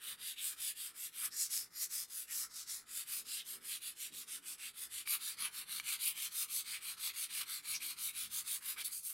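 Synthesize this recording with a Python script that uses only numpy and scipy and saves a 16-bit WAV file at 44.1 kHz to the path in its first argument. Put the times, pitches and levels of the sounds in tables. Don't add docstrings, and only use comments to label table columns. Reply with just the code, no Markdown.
import sys
import numpy as np
from scipy import signal
from scipy.fft import rfft, irfft, next_fast_len
from scipy.io import wavfile
from scipy.ndimage import uniform_filter1d, map_coordinates

SR = 44100
rng = np.random.default_rng(int(sys.argv[2]) if len(sys.argv) > 2 else 0)


def int16_out(signal):
    q = np.round(np.clip(np.atleast_2d(signal).T, -1, 1) * 32767)
    wavfile.write(sys.argv[1], SR, q.astype(np.int16))


N = 402633

# (start [s], pressure [dB], lean towards the stroke's end [dB], wood ring [dB], paper ring [dB])
STROKE_TABLE = [(-0.011, -44.5, 1.5, 7.5, 8.5), (0.168, -42.5, 3.5, -0.5, 11),
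                (0.354, -38.0, 3.5, -5.5, 6.5), (0.554, -37, 3.5, -3.5, 6), (0.74, -43, -2, 0.5, 8),
                (0.929, -42, 3, -1.5, 1.5), (1.11, -42, 4.5, 2, 4.5), (1.299, -43, 5.5, 1.5, 15.5),
                (1.486, -43.5, -10, 4.5, 11.5), (1.692, -46.5, 11.5, 6, 11.5),
                (1.882, -43.0, -1.5, 6.5, 11.5), (2.07, -45.0, 2.5, 2.5, 4.5), (2.264, -42.0, 0, 5.0, 10.5),
                (2.487, -52, 4.5, 12.5, 15.5), (2.654, -50, -9, 11.5, 13.5), (2.851, -40.5, 5, 0, 1.5),
                (3.051, -39.0, 0, -1, 1.5), (3.238, -40, 0, 0, 5.5), (3.438, -43, -2, 2.5, 1.5),
                (3.597, -42.5, 5, 1.0, 5.5), (3.797, -44.5, -2.5, 2, 10), (3.945, -40.5, 1, -1.5, 2),
                (4.109, -42.5, 1, -0.5, 2.5), (4.255, -40.5, 0, -1, 3), (4.409, -43.5, 3.5, 2.5, 2.0),
                (4.569, -41.5, 0, 2, 6.5), (4.726, -43.5, 5, 3, 1.5), (4.885, -41.0, -0.5, 2.0, 3),
                (5.049, -35.5, 2, -5, 1), (5.186, -39.5, -1.5, -1, 3), (5.361, -41.5, -1.5, 6.5, 5.5),
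                (5.502, -42.5, 0.5, -1.5, 2), (5.651, -42, 2.5, 1, 3), (5.823, -37.0, 1.5, -2.5, 5.5),
                (5.98, -34, 1.5, -9.5, 4), (6.138, -38.0, 1, -4.5, 2.5), (6.297, -36.0, 4, -9, 1.5),
                (6.47, -35.5, 2.5, -9.5, 0.5), (6.638, -43.5, 0.5, 2.5, 6.5),
                (6.799, -41.5, -0.5, 0.5, 2.0), (6.959, -40.5, 5, 3.0, 3.5), (7.124, -38.5, 2.5, -5.5, 1.5),
                (7.281, -41.5, 0, 3.5, 4.5), (7.45, -40, -1, -3.5, 3), (7.619, -41, 2.5, -1, 3.5),
                (7.787, -39.5, -1, -1, 1.0), (7.955, -39.5, 3, -3, 1.0), (8.124, -39.0, -0.5, -5.0, 0.5),
                (8.289, -37.5, 2.5, -7.5, 1.5), (8.438, -35.5, 1, -8, -2), (8.599, -39.5, 3.5, -2.5, -1.0),
                (8.757, -43.0, 6, 10, 1.5), (8.835, -42.5, -6.5, -7.5, -2.5),
                (8.897, -43.5, -2.5, -10.5, -8.5), (9.019, -44, -2, -14, -7)]
LAST_STROKE_END_S = 9.145
IN_HAND_S = 5.046

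# (frequency [Hz], relative level [dB])
VICE_COLOUR = [(200, -27), (600, -34.5), (850, -28), (1300, -13.5), (2000, -10), (2600, -8), (3500, -6),
               (5000, -8.5), (6200, -9.5), (8300, 0.5), (11000, 1.5), (13500, -3), (15700, -10)]
HAND_COLOUR = [(200, -60), (600, -33), (850, -22.5), (1200, -7.5), (1900, -9.5), (2250, -2.5), (2700, -5.5),
               (4400, -2.5), (5300, -8.5), (7200, -6.5), (8600, 0.5), (11000, 3), (15700, -5.5)]

# (time [s], half length [s], boost [dB], centre [Hz], width [natural log of frequency ratio])
SNAG_TABLE = [(.392, .028, 12, 3200, 0.38), (.525, 0.027, 7, 1400, 0.33), (1.257, 0.015, 8.5, 9000, 1.35),
              (1.26, 0.054, 13, 1400, 0.37), (1.322, 0.018, 6, 5000, 0.92), (1.345, 0.033, 9.5, 1600, 0.31),
              (2.297, 0.034, 12.5, 2060, 0.34), (2.46, 0.039, 5.5, 1270, 0.27),
              (3.408, .02, 9.5, 3000, 0.69), (3.735, 0.036, 8.5, 3000, 0.73),
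              (5.143, 0.023, 12, 1170, 0.64), (5.459, 0.029, 8, 2700, 0.34), (6.76, 0.023, 8, 2400, .4),
              (7.1, 0.0084, 10, 2490, 0.34), (7.415, 0.0092, 9, 6000, 2.8), (7.751, 0.017, 15, 2420, 0.17),
              (7.762, 0.023, 17, 5700, 0.21), (7.816, 0.016, 15.5, 2350, .16),
              (8.095, .017, 12.5, 2320, 0.12), (8.818, 0.007, 1, 5000, 0.84)]

# (time [s], snap, relative [dB], knock, relative [dB])
TICK_TABLE = [(.383, -42, -50), (1.259, -25, -58), (1.538, -23, -58), (1.577, -21, -58), (5.059, -58, -46),
              (5.075, -52, -29.5), (5.782, -46, -42), (5.799, -31, -27.5), (6.044, -30, -50),
              (8.826, -40, -41)]

# (frequency [Hz], relative level [dB], time to fall 60 dB [s])
HANDLE_MODES = [(1276, -7, .011), (1800, -5, .006), (2305, -3, .028), (2900, -3, .006), (3731, -9, .01),
                (4400, -16, .015)]

# (frequency [Hz], relative level [dB])
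HANDLING_COLOUR = [(70, -15), (120, -4.5), (180, -2), (300, -2.5), (450, -3), (580, -11.5), (800, -9.5),
                   (1500, -7.5), (4000, -35)]
THUD_COLOUR = [(15, -25), (35, -4), (55, -7.5), (80, -1.5), (120, -14), (220, -28), (600, -60)]

# (time [s], left minus right [dB])
PAD_PAN = [(0, 2.2), (1.3, 3.1), (3.2, 3.1), (3.8, 1.7), (4.8, 2), (5.1, 2.8), (8.2, 3), (9.13, 2.3)]

# (frequency [Hz], unshared against shared sound [dB])
PORT_WIDTH = [(100, -4), (300, -4.5), (600, -6), (1000, -8), (2000, -18.5), (4000, -15.5), (8000, -29.5),
              (13000, -11)]
# (frequency [Hz], left minus right [dB])
PORT_BALANCE = [(60, 1), (250, -0.7), (600, -1.5), (1000, -5.5), (2000, -2.6), (7000, -3.4), (13000, -1.1)]

# (frequency [Hz], level [dB])
SMALL_PIECE_COLOUR = [(200, -40), (650, -25), (1200, -9.5), (2000, -3.5)]

# (from [s], to [s])
DIP_SPAN = (8.827, 8.844)

# (frequency [Hz], delayed share [dB])
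HOLLOW_COLOUR = [(60, -7.5), (350, -3), (1100, -9), (3000, -9.5), (12000, -9.5)]
HOLLOW_DELAY_S = .017415

# (centre [Hz], sway [Hz], width [Hz], peak [dB], swing of the peak [dB])
VICE_RESONANCES = [(1570, -70, 450, 0.5, 0.5), (3040, 204, 500, -2, 2.5), (4880, -300, 300, 3, -1.5)]
HAND_RESONANCES = [(2310, 50, 65, 1.9, 0.36), (4280, 77, 380, 0.93, 1)]

# (from [s], paper resonance [Hz],
# treble tilt [dB per octave], creep left at the turns [dB], extra wood ring at the far end [dB])
GRIP_TABLE = [(0, 3200, -.5, -20, 4), (1.3, 5630, 4, -21, 2.3), (2.85, 3240, -2, -17, 1.7),
              (3.95, 3200, -3, -21.5, 0.5), (5.05, 4630, -1, -20.5, 1.7), (5.5, 2970, -2.5, -18, -0.7),
              (6.64, 3850, -3, -16.5, 0.5), (8.83, 2970, -2.8, -7, 6.5)]

# (time [s], half length [s], boost [dB], centre [Hz], width [natural log of frequency ratio])
GLOVE_SHIFTS = [(1.3, 0.072, 7, 170, 1.2), (3.21, 0.092, 8.5, 350, .7), (3.59, 0.14, 10, 400, .9),
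                (4.15, 0.064, 15, 240, 1), (4.38, 0.11, 8, 270, .6), (4.94, .09, 17, 78, 0.37),
                (5.42, .06, 6.5, 200, 0.83), (5.74, 0.13, 10, 169, 0.58), (7.4, 0.043, 6, 110, 1.0),
                (7.75, 0.053, 9, 100, .9), (7.86, 0.091, 12, 292, 0.3), (8.25, 0.2, 8.5, 90, 1),
                (8.8, 0.036, 14, 600, 0.66), (9.0, .16, 7, 58, .35), (9.06, .16, -6, 280, .9)]

FRAME, HOP = 512, 128
TOP_HZ = 15800
BITE_DB, WOOD_BITE_DB = 1.5, 3.5
LEAN_IN_WOOD = 0.12
OUTWARD_TILT_DB = 1.05
LATE_PEAK = 0.029
DULLEST_SPEED = 0.16
PAPER_GLIDE = 0.029
LOOSE_RING = .08
RING_DEPTH = 1.5


def undb(db):
    return 10 ** (np.asarray(db) / 20)


def colour(points, hz):
    point_hz, point_db = np.transpose(points)
    return np.interp(np.log(np.maximum(hz, 1)), np.log(point_hz), point_db)


def tint(x, points):
    size = next_fast_len(N + 4096)
    hz = np.arange(size // 2 + 1) * SR / size
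    return irfft(rfft(x, size) * undb(colour(points, hz)), size)[..., :N]


def walk(rate_hz):
    steps = rng.standard_normal(N // 8)
    return 1.06 * np.interp(np.arange(N) / SR * rate_hz, np.arange(len(steps)), steps)


def ports(pair):
    side = tint(pair[1], PORT_WIDTH)
    return np.array([pair[0] + side, pair[0] - side])


def travel(t):
    turns = np.r_[np.array(STROKE_TABLE)[:, 0], LAST_STROKE_END_S]
    stroke = np.interp(t, turns, np.arange(len(turns)))
    return stroke, np.cos(np.pi * stroke)


def flares(rows, hz, t):
    s, half, boost_db, centre, width = np.transpose(rows)
    in_time = np.exp(-np.minimum(((t[:, None] - s) / half) ** 2, 20))
    in_pitch = np.exp(-(np.log(hz / centre) / width) ** 2)
    return boost_db * in_pitch @ in_time.T


def room(x, t60_s, wet_db):
    t = np.arange(SR // 2) / SR
    tail = rng.standard_normal((2, len(t))) * undb(-60 * t / t60_s)
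    tail *= undb(wet_db) / np.sqrt(np.sum(tail ** 2, axis=1, keepdims=True))
    return x + signal.fftconvolve(x, tail, axes=1)[:, :N]


def hollow(x):
    lag = int(round(HOLLOW_DELAY_S * SR))
    late = np.pad(tint(x, HOLLOW_COLOUR), ((0, 0), (lag, 0)))
    return x + late[:, :N]


def hands(handling_db, thud_db, far_turn_db, palm_hz, palm_db):
    noise = 0
    for points, level_db in ((HANDLING_COLOUR, handling_db), (THUD_COLOUR, thud_db)):
        layer = tint(rng.standard_normal((2, N)), points)
        noise = noise + layer / layer.std() * undb(level_db)
    hz, t, frames = signal.stft(noise, SR, nperseg=2048)
    hz = np.maximum(hz, 1)[:, None]
    pushed = -far_turn_db * travel(t)[1]
    palm = palm_db / (1 + (hz / palm_hz) ** 4)
    db = np.where(t < IN_HAND_S, pushed, palm) + flares(GLOVE_SHIFTS, hz, t)
    sound = signal.istft(frames * undb(db), SR)[1]
    return ports(sound[:, :N])


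def ticks(snap_hz, snap_t60_s, splinter_db):
    t = np.arange(4096) / SR
    ring = sum(undb(db - 60 * t / t60) * np.sin(2 * np.pi * hz * t) for hz, db, t60 in HANDLE_MODES)
    out = np.zeros(N + len(t))
    for s, snap_db, knock_db in TICK_TABLE:
        splinters = undb(splinter_db) * rng.standard_normal(len(t))
        snap = (np.sin(2 * np.pi * snap_hz * t) + splinters) * undb(-60 * t / snap_t60_s)
        i = int(s * SR)
        out[i:i + len(t)] += undb(snap_db) * snap + undb(knock_db) * ring
    return tint(out[:N], SMALL_PIECE_COLOUR)


def grit(coarse_hz, coarse_db, chatter_hz, chatter_db, grain_hz, grain_db):
    rare_hits = rng.standard_normal((2, N)) * (rng.random(N) < coarse_hz / SR)
    coarse = rare_hits * np.sqrt(SR / coarse_hz)
    scratches = rng.standard_normal((2, N)) + undb(coarse_db) * coarse
    x = scratches * undb(chatter_db * walk(chatter_hz) + grain_db * walk(grain_hz))
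    return x / x.std()


def flutter(hz, stroke, spacing_hz, changes):
    field = rng.standard_normal((256, 512))
    spots = np.broadcast_arrays(hz / spacing_hz, stroke * changes)
    return 1.36 * map_coordinates(field, spots, order=1, mode="wrap")


def swaying(rings, hz, place):
    db = 0
    for centre, sway, width, peak_db, swing_db in rings:
        offset = (hz - centre - sway * place) / width
        db = db + (peak_db + swing_db * place) / (1 + offset ** 2)
    return db


def dipped(x, drop_db):
    t = np.arange(N) / SR
    inside = 1. * ((t > DIP_SPAN[0]) & (t < DIP_SPAN[1]))
    return x * undb(drop_db * uniform_filter1d(inside, size=64))


def sanding(wood_hz, paper_width, hiss_power, wood_power, dulling_db, flutter_db, flex_db, glide, level_db):
    scrape = grit(coarse_hz=915, coarse_db=-11.5, chatter_hz=707.5, chatter_db=1.27,
                  grain_hz=69.64, grain_db=0.9)
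    hz, t, frames = signal.stft(scrape.astype(np.float32), SR, nperseg=FRAME, noverlap=FRAME - HOP)
    hz = np.maximum(hz, 1)[:, None]
    start, pressure_db, lean_db, wood_db, paper_db = np.transpose(STROKE_TABLE)
    number = np.arange(len(start))
    middle = (start + np.r_[start[1:], LAST_STROKE_END_S]) / 2
    grips = np.array(GRIP_TABLE)
    _, paper_hz, tilt, creep_db, far_end_db = grips[np.searchsorted(grips[1:, 0], middle)].T
    stroke, place = travel(t)

    def held(level, lean=0, ends=0):
        early_midway_late = np.transpose([level - lean + ends, level, level + lean + ends])
        moments = np.add.outer(number, [.2, .5, .8])
        return np.interp(stroke, moments.ravel(), early_midway_late.ravel())

    swing = stroke - LATE_PEAK * np.sin(np.pi * stroke) ** 2
    speed = np.abs(np.sin(np.pi * swing)) + undb(held(creep_db))
    speed_db = 20 * np.log10(speed)
    wood = 1 / (1 + (hz / wood_hz) ** 3)
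    hiss_level = held(pressure_db, lean_db, BITE_DB) + speed_db * hiss_power
    wood_level = held(pressure_db + wood_db, LEAN_IN_WOOD * lean_db, WOOD_BITE_DB) + speed_db * wood_power
    db = (1 - wood) * hiss_level + wood * (wood_level - held(far_end_db) * place)
    db += dulling_db * np.log2(np.maximum(speed, DULLEST_SPEED)) * np.maximum(np.log2(hz / 6000), 0)
    on_vice = colour(VICE_COLOUR, hz) + swaying(VICE_RESONANCES, hz, place)
    ring_depth = RING_DEPTH * np.exp(LOOSE_RING * held(wood_db))
    in_hand = colour(HAND_COLOUR, hz) + swaying(HAND_RESONANCES, hz, place) * ring_depth
    db += np.where(t < IN_HAND_S, on_vice, in_hand)
    paper_centre = held(paper_hz) * (1 + PAPER_GLIDE * place)
    db += held(paper_db) * np.exp(-(np.log(hz / paper_centre) / paper_width) ** 2)
    db += held(tilt + OUTWARD_TILT_DB * np.cos(np.pi * number)) * np.maximum(np.log2(hz / 7000), 0)
    db += flares(SNAG_TABLE, hz, t)
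    gliding_hz = hz * (1 + glide * place)
    db += flutter_db * flutter(hz, stroke, spacing_hz=149.7, changes=2)
    db += flex_db * flutter(gliding_hz, stroke, spacing_hz=614, changes=1.5)
    sound = signal.istft(frames * undb(db + level_db), SR, nperseg=FRAME, noverlap=FRAME - HOP)[1]
    return ports(sound[:, :N])


def scene():
    pan_s, pan_points_db = np.transpose(PAD_PAN)
    pan_db = np.interp(np.arange(N) / SR, pan_s, pan_points_db)
    scrape = sanding(wood_hz=2300, paper_width=0.38, hiss_power=1.64, wood_power=0.59, dulling_db=2.5,
                     flutter_db=2.5, flex_db=1.77, glide=0.015, level_db=-0.5)
    work = dipped(hollow(scrape), drop_db=-4.0)
    work = work + ticks(snap_hz=5900, snap_t60_s=0.0035, splinter_db=-20)
    panned = work * undb(np.array([pan_db, -pan_db]) / 2)
    work_in_room = room(panned, t60_s=0.68, wet_db=-28.5)
    handling = hands(handling_db=-79.0, thud_db=-91, far_turn_db=0.4, palm_hz=210, palm_db=5)
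    return work_in_room + hollow(handling)


def record(dry):
    pair = []
    for x, sign in zip(dry, (1, -1)):
        pair.append(tint(x, [(hz, sign * db / 2) for hz, db in PORT_BALANCE]))
    top_cut = signal.ellip(12, .1, 80, TOP_HZ, fs=SR, output="sos")
    return signal.sosfilt(top_cut, pair)


dry = scene()
out = record(dry)
int16_out(out)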